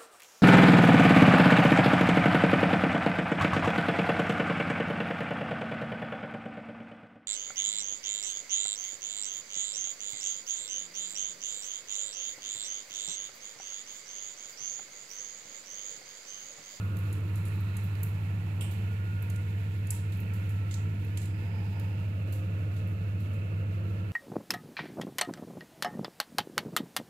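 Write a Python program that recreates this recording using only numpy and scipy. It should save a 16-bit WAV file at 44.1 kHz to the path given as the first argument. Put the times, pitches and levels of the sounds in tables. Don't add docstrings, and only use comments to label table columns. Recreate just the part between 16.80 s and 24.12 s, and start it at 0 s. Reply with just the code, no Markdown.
import sys
import numpy as np
from scipy import signal
from scipy.fft import rfft, irfft, next_fast_len
from scipy.io import wavfile
from scipy.ndimage import uniform_filter1d

SR = 44100
rng = np.random.default_rng(int(sys.argv[2]) if len(sys.argv) > 2 else 0)


def materialize(psi):
    bounded = np.clip(np.atleast_2d(psi).T, -1, 1)
    quanta = np.round(bounded * 32767).astype(np.int16)
    wavfile.write(sys.argv[1], SR, quanta)


def elevation(decibels):
    levels = np.asarray(decibels, float)
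    return 10 ** (levels / 20)


N = 322791
T = np.arange(N) / SR
GRID = next_fast_len(N + 8192)
HZ = np.maximum(np.arange(GRID // 2 + 1) * SR / GRID, 1)
RIGHT_LAG_S = 0.00046
TOP_HZ = 15750

# (pitch_hz, left_db_per_hz, right_db_per_hz)
PORT_COLOUR = [(3220, -103, -91), (4290, -106, -93.5), (4740, -106, -100), (5940, -111, -103),
               (6760, -111, -98), (7900, -110, -99), (8100, -109, -106), (10000, -103, -110),
               (10340, -103, -113), (10500, -100, -108), (11400, -104, -104), (12600, -108, -99),
               (14000, -108, -101), (17200, -112, -116)]


def at_hz(rows):
    hz, *columns = np.transpose(rows)
    return np.array([np.interp(np.log(HZ), np.log(hz), column) for column in columns])


def band(spectra, low_hz, high_hz):
    return spectra * (HZ >= low_hz) * (HZ < high_hz)


def to_sound(spectra):
    return irfft(spectra, GRID)[:, :N]


def drift(rate_hz):
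    draws = rng.standard_normal(int(N / SR * 40) + 40)
    memory = np.exp(-2 * np.pi * rate_hz / 40)
    slow = signal.lfilter([1], [1, -memory], draws)[38:]
    return np.interp(T * 40, np.arange(len(slow)), slow / slow.std())


def bump(middle_s, length_s):
    return np.cos(np.pi / 2 * np.clip((T - middle_s) / length_s, -1, 1)) ** 2


def port_noise():
    # (pitch_hz, likeness 0-1)
    likeness = [(25, 0.5), (100, 1), (300, 0.94), (600, 0.52), (900, 0.27), (2000, 0.82), (3000, 0.37),
                (8000, 0.02), (15000, 0)]
    shared, left, right = rfft(rng.standard_normal((3, GRID))) * np.sqrt(SR / 2)
    alike = np.clip(at_hz(likeness)[0], 0, 1)
    lagging_hz = np.maximum(HZ - 600, 0)
    late = np.exp(-2j * np.pi * lagging_hz * RIGHT_LAG_S)
    shared_pair = shared * [np.ones_like(late), late]
    return np.sqrt(alike) * shared_pair + np.sqrt(1 - alike) * np.array([left, right])


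def hum():
    # (time_s, level_db)
    hum_levels = [(0.0, -33.5), (0.06, -31), (1.85, -32.5), (2.02, -30.5), (2.28, -31.5), (3.57, -32.5),
                  (3.69, -30.5), (4.06, -31.5), (4.14, -32.5), (6.38, -31.5), (6.73, -33), (6.83, -31.5),
                  (7.26, -32.5), (7.32, -37)]
    # (pitch_hz, level_db)
    motor_tones = [
        (41.48, -67),
        (48.6, -62),
        (52.1, -69),
        (104.04, -56),
        (300.1, -71),
    ]
    hum_hz, rotor_hz = 100.03, 13.01
    swell, sway = 0.125, 0.5
    balance_db = -0.9
    t = T - [[0.000195], [0]]
    turn = 2 * np.pi * rotor_hz * t + 1.8
    cycle = 2 * np.pi * hum_hz * t
    tone = (1 + swell * np.cos(turn)) * np.cos(cycle)
    tone = tone - sway * np.cos(turn + 0.65) * np.sin(cycle)
    strength_db = np.interp(T, *np.transpose(hum_levels))
    tone = elevation(uniform_filter1d(strength_db, size=SR // 12)) * tone
    for pitch_hz, level_db in motor_tones:
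        wavering = elevation(level_db + 0.39 * drift(0.34))
        tone = tone + wavering * np.sin(2 * np.pi * pitch_hz * t)
    return np.sqrt(2) * tone * elevation([[balance_db / 2], [-balance_db / 2]])


def spits():
    # (start_s, peak_db, strongest_hz, fall_db_per_octave)
    near_spits = [(.168, -38, 14500, 8), (.187, -37, 14000, 18), (0.327, -31.5, 10000, 17),
                  (.6818, -39, 10000, 20), (.7557, -45, 12700, 18), (.8051, -42, 13000, 22),
                  (.9676, -29.5, 9500, 16.5), (1.1518, -51, 9700, 1), (1.2314, -23, 13300, 15.5),
                  (2.423, -36, 13500, 12.5), (2.499, -34.5, 10000, 11), (2.5593, -36.5, 8900, 17),
                  (3.0696, -39, 10000, 12), (3.105, -17.5, 10400, 24), (3.3716, -38, 14100, 22),
                  (3.4012, -35, 13700, 17), (3.94, -29.5, 7240, 12), (4.2467, -45, 14500, 9),
                  (4.3723, -25.5, 8250, 14), (4.372, -37.5, 3300, 13), (4.455, -36.5, 9200, 13),
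                  (4.996, -40.5, 14000, 5), (3.1043, -17.5, 7940, 46), (3.106, -27.5, 5560, 40),
                  (3.911, -42, 3500, 10), (5.965, -46, 4000, 23)]
    # (start_s, peak_db, strongest_hz, fall_db_per_octave)
    far_spits = [(0.555, -42, 11000, 10), (.652, -36.5, 9800, 25), (1.0363, -41.5, 14700, 23),
                 (1.8084, -24.5, 8660, 59), (1.809, -35.5, 11300, 23), (1.8093, -33.5, 3000, 36),
                 (1.81, -40, 5400, 45), (1.9095, -43, 13000, 6), (5.963, -52, 9000, 4.5),
                 (6.0711, -50, 12600, 15), (6.403, -51, 13000, 7), (3.14, -40.5, 9500, 10),
                 (3.32, -48, 10000, 2.5), (3.535, -44.5, 13000, 7), (3.6916, -46.5, 11100, 7.5),
                 (3.9097, -37, 7300, 12.5), (4.415, -42, 9250, 11), (5.5235, -39.5, 13000, 7),
                 (6.534, -53, 10400, 8)]
    near_tail_db, far_tail_db = -16.5, -5.5
    rise_s, burst_s, gather_s = 0.001, 0.0017, 0.0009
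    room_t60_s, treble_t60_s = 0.39, 0.25
    length, lag = 16384, round(RIGHT_LAG_S * SR)
    t = np.arange(length) / SR
    out = np.zeros((2, N + length + lag))
    hz = np.maximum(np.arange(length // 2 + 1) * SR / length, 1)
    ports = elevation([np.interp(hz, HZ, side) + 101.9 for side in at_hz(PORT_COLOUR)]) * (hz < TOP_HZ)
    treble = np.clip(np.log2(hz / 7000), 0, 1)
    early_echo = elevation(-3) * np.exp(-2j * np.pi * hz * 0.0029)
    gather = 1 - np.exp(-t / gather_s)
    burst_shape = (1 - np.exp(-t / rise_s)) * np.exp(-t / burst_s)
    fade_out = np.clip(4 - 4 * t / t[-1], 0, 1) ** 2

    rows = [(*row, near_tail_db) for row in near_spits] + [(*row, far_tail_db) for row in far_spits]
    for start_s, peak_db, strongest_hz, fall_db, tail_db in rows:
        octaves = np.log2(hz / strongest_hz)
        colour = elevation(fall_db * np.minimum(octaves, -1.36 * octaves) + 8.5)
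        burst = irfft(rfft(rng.standard_normal(length)) * colour)
        burst = rfft(burst * burst_shape)
        spread_db = 2.5 * np.minimum(rng.exponential(1, (2, length)), 4)
        echoes = rng.standard_normal((2, length)) * elevation(spread_db - 21) * gather
        room = rfft(echoes * elevation(-60 * t / room_t60_s)) * (1 - treble)
        room = room + rfft(echoes * elevation(-60 * t / treble_t60_s)) * treble
        tail = elevation(tail_db + 12) * colour * room
        pop = elevation(peak_db) * irfft(ports * (burst * (1 + early_echo) + tail)) * fade_out
        i = round(start_s * SR)
        out[0, i:i + length] += pop[0]
        out[1, i + lag:i + lag + length] += pop[1]
    return out[:, :N]


def hiss(noise):
    split_hz = 6500
    low_db = 0.23 - 0.43 * T
    high_db = 0.6 - 0.8 * T
    spectra = band(noise, 3200, TOP_HZ) * elevation(at_hz(PORT_COLOUR))
    low = to_sound(spectra * (HZ < split_hz))
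    high = to_sound(spectra * (HZ >= split_hz))
    flicker = elevation(1.2 * drift(18))
    return flicker * (elevation(low_db) * low + elevation(high_db) * high)


def resonant():
    # (pitch_hz, width_hz, far_db, near_db)
    resonances = [(156, 1.9, 3.5, 3), (188.4, 2.2, 4, 4), (446, 12, 6, 8), (522, 18, -10, 8),
                  (626, 36, -3, 6), (690, 20, 4, 5.5), (7850, 150, 0, 2), (945, 11, 8.5, 6),
                  (1183, 28, -1, 0), (1270, 19, -2.5, 6), (1734, 28, 8, 6.5), (1790, 6.7, 5, 2),
                  (1910, 53, 4, -4.5), (2163, 25, 3.5, 0), (2568, 21, 6, 6), (2673, 32, 5, -3)]
    far_db, near_db = 0, 0
    for pitch_hz, width_hz, far_peak_db, near_peak_db in resonances:
        peak = 1 / (1 + (2 * (HZ - pitch_hz) / width_hz) ** 2)
        far_db = far_db + far_peak_db * peak
        near_db = near_db + near_peak_db * peak
    return elevation(far_db), elevation(near_db)


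def fan(noise, near):
    # (pitch_hz, level_db_per_hz)
    rumble_colour = [(20, -69), (30, -79.5), (60, -73.5), (78, -74), (98, -62.5), (130, -71), (155, -59.5),
                     (190, -63.5), (205, -65.5), (230, -71.5), (260, -79.5), (295, -70.5), (330, -73),
                     (400, -84.5)]
    # (pitch_hz, left_far_db_per_hz, right_far_db_per_hz, left_near_db_per_hz, right_near_db_per_hz)
    air_colour = [(400, -83.5, -81, -87, -74.5), (490, -80.5, -80, -76.5, -81), (593, -90, -83.5, -85, -81),
                  (796, -92, -91.5, -95, -90.5), (880, -91.5, -81, -100.5, -85.5),
                  (1180, -90.5, -99, -85.5, -93), (1400, -88, -82, -85.5, -82.5),
                  (1576, -89, -85.5, -88, -85), (1786, -109.5, -84.5, -100, -86),
                  (2030, -92, -83.5, -93.5, -85), (2470, -111.5, -81, -105, -85),
                  (2698, -92, -84, -91, -79), (2764, -101, -86.5, -101, -84),
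                  (3210, -103, -90.5, -105, -95)]
    far_peaks, near_peaks = resonant()
    rumble_gain = elevation(at_hz(rumble_colour) + [[-1.2], [0]])
    rumble = to_sound(band(noise, 15, 400) * far_peaks * rumble_gain)
    colour = elevation(at_hz(air_colour))
    air_noise = band(noise, 400, 3200)
    far_air = to_sound(air_noise * colour[:2] * far_peaks)
    near_air = to_sound(air_noise * colour[2:] * near_peaks)
    air = (1 - near) * elevation(0.5) * far_air + near * elevation(0.4) * near_air
    return elevation(0.8 * drift(0.44)) * rumble + elevation(0.71 * drift(5.1)) * air


def whistles(noise):
    # (pitch_hz, width_hz)
    whistle_pitches = [
        (1342, 9.0),
        (1428, 8.0),
    ]
    # (middle_s, length_s, whistle 0 lower or 1 upper, level_db)
    gusts = [
        (0, 0.52, 0, -65),
        (1.3, 0.87, 0, -67),
        (3.8, 0.63, 0, -61),
        (7.15, 0.19, 0, -60),
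        (0, 0.83, 1, -58.5),
        (2.314, 0.54, 1, -56),
    ]
    out = 0
    for k, (pitch_hz, width_hz) in enumerate(whistle_pitches):
        tone = to_sound(noise / (1 + (2 * (HZ - pitch_hz) / width_hz) ** 2))
        strength = elevation(-72.5)
        for middle_s, length_s, which, level_db in gusts:
            if round(which) == k:
                strength = strength + elevation(level_db) * bump(middle_s, length_s)
        out = out + strength * tone / tone.std()
    return out * elevation([[-7.5], [0]])


def swells():
    # (middle_s, length_s, pitch_hz, width_hz, right_level_db)
    standing_waves = [(0.24, 2.2, 1200, 486, -57.5), (0.38, 0.6, 309, 55.56, -50),
                      (.85, 0.61, 4020, 528, -62.5), (1.68, 1, 790, 540, -55), (2, 0.34, 2880, 400, -58.5),
                      (4.91, 0.59, 868, 118.8, -55), (4.8, 0.77, 4920, 400, -65.5),
                      (5.516, 0.14, 282, 110, -47.5), (6.5, 0.26, 280, 102, -51.5),
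                      (3.444, 0.11, 186, 50, -38.5), (5.25, 0.51, 2620, 500, -58),
                      (5.66, 3.2, 696, 51.85, -66), (7.1, 0.26, 319, 52, -49)]
    # (pitch_hz, shade_db)
    left_shade = [(320, -5), (800, -16), (1200, -3), (2900, -17)]
    out = np.zeros((2, N))
    for middle_s, length_s, pitch_hz, width_hz, level_db in standing_waves:
        edges_hz = [pitch_hz - width_hz / 2, pitch_hz + width_hz / 2]
        sos = signal.butter(2, edges_hz, "band", fs=SR, output="sos")
        white = rng.standard_normal((3, N))
        during = np.abs(T - middle_s) < length_s
        own_share = np.clip(pitch_hz / 2500, 0, 3)
        noise = signal.sosfilt(sos, white[0, during] + own_share * white[1:, during])
        shade_db = np.interp(pitch_hz, *np.transpose(left_shade))
        gain = elevation([[level_db + shade_db], [level_db]])
        out[:, during] += gain * bump(middle_s, length_s)[during] * noise / noise.std()
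    return out


def scene():
    # (time_s, nearness to the plate 0-1)
    hand = [
        (0, 0.7),
        (.8, 0.03),
        (2, 0.23),
        (3, 0.08),
        (4, 0.24),
        (4.6, 0.14),
        (5.1, 0.54),
        (5.4, .93),
        (7.32, 0.97),
    ]
    near = np.clip(np.interp(T, *np.transpose(hand)), 0, 1)
    noise = port_noise()
    return hum() + spits() + hiss(noise) + fan(noise, near) + whistles(noise) + swells()


def low_pass(x):
    return signal.sosfilt(signal.butter(12, 15960, fs=SR, output="sos"), x)


def record(dry):
    return low_pass(dry)


dry = scene()
out = record(dry)
materialize(out)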